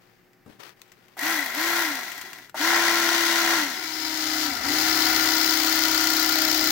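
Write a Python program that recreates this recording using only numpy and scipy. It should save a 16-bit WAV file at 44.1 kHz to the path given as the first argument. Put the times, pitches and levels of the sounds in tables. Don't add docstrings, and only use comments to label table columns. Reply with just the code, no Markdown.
import sys
import numpy as np
from scipy import signal
from scipy.fft import rfft, irfft
from scipy.io import wavfile

SR = 44100
rng = np.random.default_rng(int(sys.argv[2]) if len(sys.argv) > 2 else 0)


def bounce(signal):
    frames = np.transpose(np.atleast_2d(signal))
    limited = np.clip(frames, -1, 1)
    pcm = np.round(limited * 32767).astype(np.int16)
    wavfile.write(sys.argv[1], SR, pcm)


N = 295911
TIME = np.arange(N) / SR

# on/s, off/s, top speed/(strokes/s), spin-up/s,
# then level/dB of gear, scrape, ring, handle, sizzle, board and hum
SQUEEZES = [(1.168, 1.32, 33.5, .033, -27, -32, -29.5, -42, -33, -50.5, -37.5),
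            (1.538, 1.81, 34.2, .043, -27.5, -31.5, -31, -41, -35, -52.5, -36.5),
            (2.545, 3.55, 34.05, .033, -27, -27, -30, -33, -50, -46, -33)]
# t/s, speed/(strokes/s)
ENTRY_SPEED = [(3.85, 31.7), (4.11, 31.5), (4.188, 31.3), (4.4, 31.2)]
DEEP_SPEED = [(4.9, 31.9), (5.936, 31.9), (6.668, 31.43), (6.7, 31.5)]
# middle/s, half length/s, extra gear level/dB, extra board level/dB
BITES = [(2.75, 0.14, 4.5, -1), (3.55, 0.096, 2.5, 2), (4.73, 0.12, 1.5, 6), (5.081, 0.27, 3, 4),
         (5.658, .07, 1.5, -1), (6.66, 0.16, -0.5, 3.5)]

# f/Hz, level/dB
BURST_GEAR_COLOUR = [(260, -50), (450, -20), (597, -16), (691, -2), (769, -1), (875, -7.5), (982, -4.5),
                     (1100, -9), (1280, -10.5), (1420, -1), (1700, -7.5), (1900, 1), (2020, -3.5),
                     (2370, -13.5), (2800, -23), (3640, -22.5), (6160, -120)]
CUT_GEAR_COLOUR = [(260, -61), (450, -25), (532, -15), (616, -14.5), (665, -13), (718, -2.5), (869, -16),
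                   (952, -6.5), (1040, -11.5), (1180, -8.5), (1400, 0), (1660, -6), (2020, -0.5),
                   (2440, -19), (2800, -13.5), (3640, -28), (6160, -120)]
# f/Hz, level/dB
BURST_BLADES_LEFT = [(1410, -30), (2400, -18), (2830, -2), (4100, 1.5), (4960, -1.5), (6430, -2.5),
                     (8080, -14), (9240, -22.5), (10500, -13), (12800, -14), (14100, -11), (15800, -7.5)]
BURST_BLADES_RIGHT = [(1410, -32.5), (2400, 1), (2600, 3.5), (3980, -3), (4650, -10), (5800, -2.5),
                      (6640, -16), (7240, -9.5), (8890, -3), (11300, -8.5), (14100, -5.5), (15800, -10.5)]
CUT_BLADES_LEFT = [(1410, -46.5), (2400, -7), (2700, -12.5), (3140, -3), (3700, -4), (4040, 0), (4960, 0),
                   (7300, -7), (8890, -20.5), (11100, -13), (13000, -12.5), (14800, -9), (15800, -12)]
CUT_BLADES_RIGHT = [(1410, -45.5), (2400, 8.5), (3160, 0), (3530, 5.5), (4200, 3), (5670, -0.5), (6480, -1),
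                    (7410, -5), (9030, 3), (11900, -4.5), (14100, -3), (15100, 7), (15800, -14)]
# f/Hz, level/dB
SIZZLE_COLOUR = [(3000,-27),(7000,-6.5),(9500,-5.5),(12000,-2.5),(14500,3.5),(16000,-8)]
SNAP_COLOUR = [(1000,-15),(2500,-19),(4200,2),(6500,-7),(9000,-25),(12500,-11),(14600,1),(16000,1)]
# f/Hz, level/dB
BURST_BOARD_COLOUR = [(40,-36),(100,-33),(140,-12),(190,-12),(260,-2),(390,2),(470,-20),(700,-25.5)]
CUT_BOARD_COLOUR = [(25,-25),(50,3),(75,7.5),(120,-5),(180,-1.5),(280,6),(390,5),(480,-6.5),(700,-41)]

# f/Hz, width/Hz, level/dB
FREE_BLADE_MODES = [(753,60,-11.5),(1965,120,-1.5),(2120,150,-9),(3320,36,-13.5),(4070,100,-19)]
BURIED_BLADE_MODES = [(720,54,-19),(2090,97,-7),(2282,15,-9.5),(4030,57,-4.5),(5090,76,0.5),(11330,250,-19),(15200,300,-11)]
SHEEN_MODE = [(15400, 410, -38)]
HANDLE_MODE = [(1434, 66, 0)]
# t/s, level/dB
BURIED_RING_LEVEL = [(3.9, -30), (4.45, -36.5), (5.5, -34), (5.62, -44), (6.7, -32)]
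# multiple of the stroke rate, level/dB
BURST_HUM_TONES = [(4,-31),(7,-22),(8,-43),(9,-18.5),(10,0.5),(11,-19),(20,-16),(21,-20),(30,-12)]
CUT_HUM_TONES = [(2,-32),(3,-42),(6,-33),(9,-15.5),(10,-1.5),(11,-22),(12,-27),(18,-25.5),(20,-20),(22,-20),(31,-19.5)]
HANDLE_TONES = [(43,-20),(44,1),(45,2.5),(46,-21)]
# multiple of the stroke rate, start/s, end/s, level/dB
WHINES = [(30, 3.75, 4.12, -42), (30, 4.85, 6.45, -43.5), (20, 6.25, 6.71, -41)]

# t/s, level/dB
TRIGGER_CLACKS = [(1.1682,-35.5),(1.549,-43),(2.5442,-29.5),(4.606,-40)]
# t/s, level/dB, decay/s
BLADE_KNOCKS = [(1.1915,-23.5,0.0034),(1.2245,-29,0.003),(1.461,-25,0.0037),(1.548,-19,0.0033),(2.385,-35,0.0026),(3.838,-25,0.0045)]
WET_TICKS = [(.3325,-56,.003),(.698,-45,0.0012),(.796,-55,.002),(.8175,-32.5,0.0012),(.879,-50,.001),(.9183,-44.5,0.006),(1.083,-50,.003),(2.1186,-28,.002),(2.1789,-29.5,0.0023),(2.2123,-30.5,0.0071),(2.3316,-31,0.0035),(2.385,-44,0.0043),(2.4957,-39.5,0.0033)]
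FISH_BUMPS = [(.461,-42,.012),(.478,-47,.01),(.496,-46,0.016),(.526,-50,.015),(.549,-56,.012),(.587,-51,0.014)]
# start/s, end/s, level/dB, fade-out/s
SLIDES = [(0, .04, -63, 0.29), (0.486, .53, -59.5, 0.08), (0.591, 0.656, -46, 0.09), (.76, 1.16, -63, .1)]
# f/Hz, level/dB
TRIGGER_COLOUR = [(200,-20),(500,-4),(750,14.5),(1000,4),(1500,0),(3000,-19),(8000,-22),(16000,-18)]
KNOCK_COLOUR = [(500,-34),(1500,-22),(2000,5.5),(2600,-13),(6000,-13.5),(9000,-19.5),(14000,-15),(16000,-11)]
TICK_COLOUR = [(200,-8),(800,0),(2200,5.5),(4000,-2),(7000,-1.5),(10000,-11),(14000,-4),(16000,-6)]
BUMP_COLOUR = [(30,-16),(70,-6),(250,1.5),(400,-6),(800,-13),(1600,-20),(4000,-33),(12000,-37)]
SLIDE_COLOUR = [(120,-27),(350,2.5),(600,-1.5),(1000,0),(1900,-0.5),(3000,-4),(5000,-7.5),(9000,-19),(14000,-17),(16000,-13)]

# f/Hz, level/dB
ROOM_COLOUR = [(15, -30), (25, -14), (36, 2), (55, -27), (107, -4), (291, -4.5), (361, -5), (710, -12),
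               (791, -8), (857, -15), (1980, -10.5), (3490, -24), (4820, -22), (9460, -33), (15800, -22)]
APPLIANCE_TONES = [(120,-73),(180,-72.5),(362,-70.5),(784,-77)]
# f/Hz, t/s
ECHO_TIME = [(100,.3),(500,0.11),(2000,0.3),(6000,0.22),(16000,0.2)]

SAG_PER_S, COAST_PER_S = .7, 48
FULL_SPEED, STALL_SPEED = 33.14, 2.6
CHATTER_SPEED, CHATTER_SPAN = 29.3, 1.5
HUM_FADE_SPEED, HUM_SLOPE_DB = 29.2, 3.5
LET_GO_S, RESUME_S, RESUME_SPIN_UP_S = 4.44, 4.606, .066
CUT_GEAR_DB, CUT_BLADE_DB, CUT_BOARD_DB, CUT_HUM_DB = -28, -24.5, -46.5, -30.5
SNAP_DB, SING_DB, ROOM_DB = -31.5, -37.5, -61
CROSSFADE_START_S, CROSSFADE_S = 3.622, 0.98
TREBLE_LIMIT_HZ = 15900


def short_bursts():
    speed, squeezes = burst_speed(), np.array(SQUEEZES)
    strokes = count_strokes(speed)
    latest = np.maximum(np.searchsorted(squeezes[:, 0], TIME) - 1, 0)
    gear_db, blade_db, ring_db, handle_db, sizzle_db, board_db, hum_db = squeezes[latest, 4:].T
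    gear_bite_db, board_bite_db = bone_bites()
    strained = speed + .0047 * np.gradient(speed, TIME)
    shaking = chatter(speed, loss_db=3) * speed_gain(strained, slope_db=.73)
    sliding = chatter(speed, loss_db=2) * speed_gain(speed, slope_db=.69)

    teeth = tooth_hits(strokes, fresh=.2, jitter_s=.00009, reversal_db=-2.5, count=160)
    teeth = kitchen_echo(teeth, left_db=-1.5, right_db=-2.5)
    rub = scrape(strokes, reversal_db=2, flicker_db=1.5)
    rattle = unit(teeth + .2 * rub) * shaking * amp(gear_db + gear_bite_db)
    gear = colour(rattle, BURST_GEAR_COLOUR) * pan(3.3)

    clicks = tooth_hits(strokes, fresh=.71, jitter_s=.0002, reversal_db=6.5, count=120)
    clicks = kitchen_echo(clicks, left_db=-3, right_db=0)
    left, right = unit(rub + .64 * clicks) * sliding * amp(blade_db)
    blades = np.vstack([colour(left, BURST_BLADES_LEFT) * amp(5.5),
                        colour(right, BURST_BLADES_RIGHT) * amp(-3.5)])
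    steel = ring(scrape(strokes, reversal_db=-.5, flicker_db=0) + clicks, FREE_BLADE_MODES)
    ringing = steel * speed_gain(speed, slope_db=.72) * amp(ring_db) * pan(3.5)
    handle = ring(rub + clicks, HANDLE_MODE) * shaking * amp(handle_db) * pan(5.5)
    hiss = scrape(strokes, reversal_db=2.5, flicker_db=3) * shaking * amp(sizzle_db)
    sizzle = colour(hiss, SIZZLE_COLOUR) * pan(1.6)

    thuds = tooth_hits(strokes, fresh=.53, jitter_s=.00014, reversal_db=1)
    thuds *= speed_gain(speed, slope_db=.2) * amp(board_db + board_bite_db)
    board = colour(thuds, BURST_BOARD_COLOUR) * pan(3)
    rotor = rotor_hum(speed, BURST_HUM_TONES, waver=.52) * amp(hum_db) * pan(3.5)
    return gear + blades + ringing + handle + sizzle + board + rotor


def long_cut():
    speed = cut_speed()
    strokes = count_strokes(speed)
    effort = chatter(speed, loss_db=3) * speed_gain(speed, slope_db=.79)
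    gear_bite_db, board_bite_db = bone_bites()

    teeth = tooth_hits(strokes, fresh=.48, jitter_s=.00008, reversal_db=1, count=160)
    teeth = kitchen_echo(teeth, left_db=-4.5, right_db=5.5)
    rub = scrape(strokes, reversal_db=3, flicker_db=1.95)
    rattle = unit(teeth + .35 * rub) * speed_gain(speed, slope_db=.65) * amp(CUT_GEAR_DB + gear_bite_db)
    gear = colour(rattle, CUT_GEAR_COLOUR) * pan(5.8)

    clicks = tooth_hits(strokes, fresh=.73, jitter_s=.0001, reversal_db=8.5, count=160)
    clicks = kitchen_echo(clicks, left_db=7, right_db=26)
    left, right = unit(rub + .86 * clicks) * effort * amp(CUT_BLADE_DB)
    blades = np.vstack([colour(left, CUT_BLADES_LEFT) * amp(5),
                        colour(right, CUT_BLADES_RIGHT) * amp(-6.5)])
    steel = ring(scrape(strokes, reversal_db=8, flicker_db=3), BURIED_BLADE_MODES)
    ringing = steel * effort * amp(curve(BURIED_RING_LEVEL)) * pan(37)
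    sheen = ring(rub, SHEEN_MODE) * swell(start=4.7, rise=.2, end=5.55, fall=.35) * pan(9)

    thuds = tooth_hits(strokes, fresh=.3, jitter_s=.00036, reversal_db=7)
    board = colour(thuds * amp(CUT_BOARD_DB + board_bite_db), CUT_BOARD_COLOUR) * pan(6.7)
    rotor = rotor_hum(speed, CUT_HUM_TONES, waver=.42) * amp(CUT_HUM_DB) * pan(2.6)
    knife = gear + blades + ringing + sheen + board + rotor
    return knife + tip_snaps(strokes) + handle_song(strokes) + rotor_whine(strokes)


def burst_speed():
    speed = np.zeros(N)
    for on, off, top, spin_up, *_ in SQUEEZES:
        first = round(on * SR)
        held = np.minimum(TIME[first:], off) - on
        coasting = np.maximum(TIME[first:] - off, 0)
        driven = top + (speed[first] - top) * np.exp(-held / spin_up) - SAG_PER_S * held
        speed[first:] = np.maximum(driven - COAST_PER_S * coasting, 0)
    return speed


def cut_speed():
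    lost = COAST_PER_S * np.clip(TIME - LET_GO_S, 0, RESUME_S - LET_GO_S)
    lost *= np.exp(-np.maximum(TIME - RESUME_S, 0) / RESUME_SPIN_UP_S)
    return curve(ENTRY_SPEED + DEEP_SPEED) - lost


def count_strokes(speed):
    done = np.cumsum(np.maximum(speed, 1)) / SR
    return done - np.interp(6.23, TIME, done) % 1


def speed_gain(speed, slope_db):
    return amp(slope_db * (speed - FULL_SPEED)) * np.tanh(speed / STALL_SPEED)


def chatter(speed, loss_db):
    return amp(loss_db * (np.tanh((speed - CHATTER_SPEED) / CHATTER_SPAN) - 1) / 2)


def bone_bites():
    return sum(np.outer(extra_db, np.exp(-((TIME - s) / half) ** 2)) for s, half, *extra_db in BITES)


def tooth_hits(strokes, fresh, jitter_s, reversal_db, count=300):
    place, worn = rng.random(count), rng.standard_normal(count)
    stroke = np.arange(int(strokes[-1]) + 1)[:, None]
    chance, jitter = rng.standard_normal((2, len(stroke), count))
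    hit_s = np.interp(stroke + place, strokes, TIME) + jitter_s * jitter
    at = np.round(hit_s * SR).astype(int)
    swing = np.cos(2 * np.pi * place)
    pressure = amp(reversal_db * swing ** 6 * (1 + .15 * swing))
    force = unit((np.sqrt(1 - fresh) * worn + np.sqrt(fresh) * chance) * pressure)
    inside = (at > count) & (at < N - count)
    hits_per_sample = count * np.gradient(strokes)
    return np.bincount(at[inside], force[inside], N) / np.sqrt(hits_per_sample)


def scrape(strokes, reversal_db, flicker_db):
    stroke_db = reversal_db * np.cos(2 * np.pi * strokes) ** 4
    return unit(rng.standard_normal((2, N)) * amp(stroke_db + flicker_db * wander(300)))


def ring(force, modes):
    out = 0
    for hz, width, db in modes:
        decay = np.exp(-np.pi * width / SR)
        feedback = [1, -2 * decay * np.cos(2 * np.pi * hz / SR), decay * decay]
        out = out + amp(db) * unit(signal.lfilter([1, 0, -1], feedback, force))
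    return out


def rotor_hum(speed, tones, waver):
    strokes = count_strokes(speed)
    hum = sum(amp(db) * tone(strokes, multiple, .04 if multiple == 10 else waver)
              for multiple, db in tones)
    return hum * amp(-HUM_SLOPE_DB * np.maximum(HUM_FADE_SPEED - speed, 0))


def tip_snaps(strokes):
    stroke = np.arange(1, int(strokes[-1]) + 1)
    jitter, strength = rng.standard_normal((len(stroke), 2)).T
    hit_s = np.interp(stroke, strokes, TIME) - .0006 + .0002 * jitter
    blows = np.bincount(np.round(hit_s * SR).astype(int), amp(.9 * np.tanh(strength)), N)[:N]
    age = TIME[TIME < .003]
    chirp = signal.chirp(age, f0=16500, t1=age[-1], f1=1500, method="quadratic")
    chirp *= signal.windows.tukey(len(age), .2)
    depth = ramp(start=4.7, rise=1.4)
    snaps = unit(np.convolve(blows, chirp)[:N]) * amp(SNAP_DB) * depth
    return colour(kitchen_echo(snaps, left_db=-8, right_db=6), SNAP_COLOUR) * pan(18)


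def handle_song(strokes):
    song = unit(sum(amp(db) * tone(strokes, multiple, waver=.25) for multiple, db in HANDLE_TONES))
    return song * amp(SING_DB) * swell(start=4.9, rise=.26, end=6.24, fall=.49) * pan(20.94)


def rotor_whine(strokes):
    return sum(amp(db) * tone(strokes, multiple, waver=.27) * swell(start, .2, end, .2)
               for multiple, start, end, db in WHINES) * pan(5.8)


def handling():
    clacks = [(s, db, .011) for s, db in TRIGGER_CLACKS]
    trigger = taps(clacks, TRIGGER_COLOUR, echo_db=(-5, -2)) * pan(2.8)
    knocks = taps(BLADE_KNOCKS, KNOCK_COLOUR, echo_db=(-6, 3)) * pan(2.4)
    ticks = taps(WET_TICKS, TICK_COLOUR, echo_db=(-9, 9)) * pan(10)
    bumps = taps(FISH_BUMPS, BUMP_COLOUR, echo_db=(-14, 6)) * pan(4.8)
    return trigger + knocks + ticks + bumps


def taps(rows, tap_colour, echo_db):
    force = np.zeros(N)
    for s, db, decay in rows:
        first = round(s * SR)
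        force[first:] += amp(db) * np.exp(-np.minimum(TIME[:N - first] / decay, 20))
    return colour(kitchen_echo(force * rng.standard_normal(N), *echo_db), tap_colour)


def sliding_skin():
    pressure = sum(amp(db) * swell(start, .01, end, fall) for start, end, db, fall in SLIDES)
    hiss = rng.standard_normal((2, N)) * pressure * amp(2 * wander(200))
    return colour(hiss, SLIDE_COLOUR) * pan(16.4)


def kitchen_echo(x, left_db, right_db):
    size = SR // 3
    bounces = rng.standard_normal((2, size)) * (rng.random((2, size)) < .1)
    hz, t, spectrum = signal.stft(bounces, SR, nperseg=256)
    decay = amp(-60 * t / value_at(ECHO_TIME, hz)[:, None])
    early_boost = 1 + 3.5 * np.exp(-t / .014)
    echo = signal.istft(spectrum * decay * early_boost, SR)[1]
    echo *= amp([[left_db], [right_db]]) / np.linalg.norm(echo, axis=1, keepdims=True)
    echo[:, 0] += 1
    echo /= np.linalg.norm(echo, axis=1, keepdims=True)
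    return signal.oaconvolve(x[None], echo, axes=1)[:, :N]


def room_noise():
    noise = rng.standard_normal(N) + .93 * rng.standard_normal((2, N))
    appliance = sum(amp(db) * np.sqrt(2) * np.cos(2 * np.pi * hz * TIME + .49 * wander(5.5))
                    for hz, db in APPLIANCE_TONES)
    return (unit(colour(noise, ROOM_COLOUR)) * amp(ROOM_DB) + appliance) * pan(1.7)


def tone(strokes, multiple, waver):
    phase = 2 * np.pi * (multiple * strokes + rng.random()) + waver * wander(9.6)
    return np.sqrt(2) * (1 + waver * wander(10.5)) * np.cos(phase)


def colour(x, points, size=4096):
    hz = abs(np.fft.fftfreq(size, 1 / SR))
    log_gain = np.log(amp(np.maximum(value_at(points, hz), -90)))
    spectrum = np.exp(np.conj(signal.hilbert(log_gain)))
    response = np.fft.ifft(spectrum).real[:size // 2]
    response /= np.linalg.norm(response)
    return signal.oaconvolve(np.atleast_2d(x), response[None], axes=1)[:, :N]


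def value_at(points, hz):
    f, value = np.transpose(points)
    return np.interp(np.log(hz + 1), np.log(f + 1), value)


def wander(hz):
    f = np.fft.rfftfreq(N, 1 / SR)
    return unit(irfft(rfft(rng.standard_normal(N)) * np.exp(-(f / hz) ** 2), N))


def curve(rows):
    return np.interp(TIME, *np.transpose(rows))


def ramp(start, rise):
    return np.clip((TIME - start) / rise, 0, 1)


def swell(start, rise, end, fall):
    return ramp(start, rise) * (1 - ramp(end, fall))


def pan(left_db):
    gains = amp([[left_db / 2], [-left_db / 2]])
    return gains / gains.mean()


def amp(db):
    return 10 ** (np.asarray(db) / 20)


def unit(x):
    return x / np.sqrt(np.mean(x ** 2) + 1e-20)


def scene():
    fade = ramp(CROSSFADE_START_S, CROSSFADE_S)
    knife = (1 - fade) * short_bursts() + fade * long_cut()
    return knife + handling() + sliding_skin() + room_noise()


def record(dry):
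    lowpass = signal.firwin(511, TREBLE_LIMIT_HZ, window=("kaiser", 9), fs=SR)
    return signal.oaconvolve(dry, lowpass[None], "same")


dry = scene()
out = record(dry)
bounce(out)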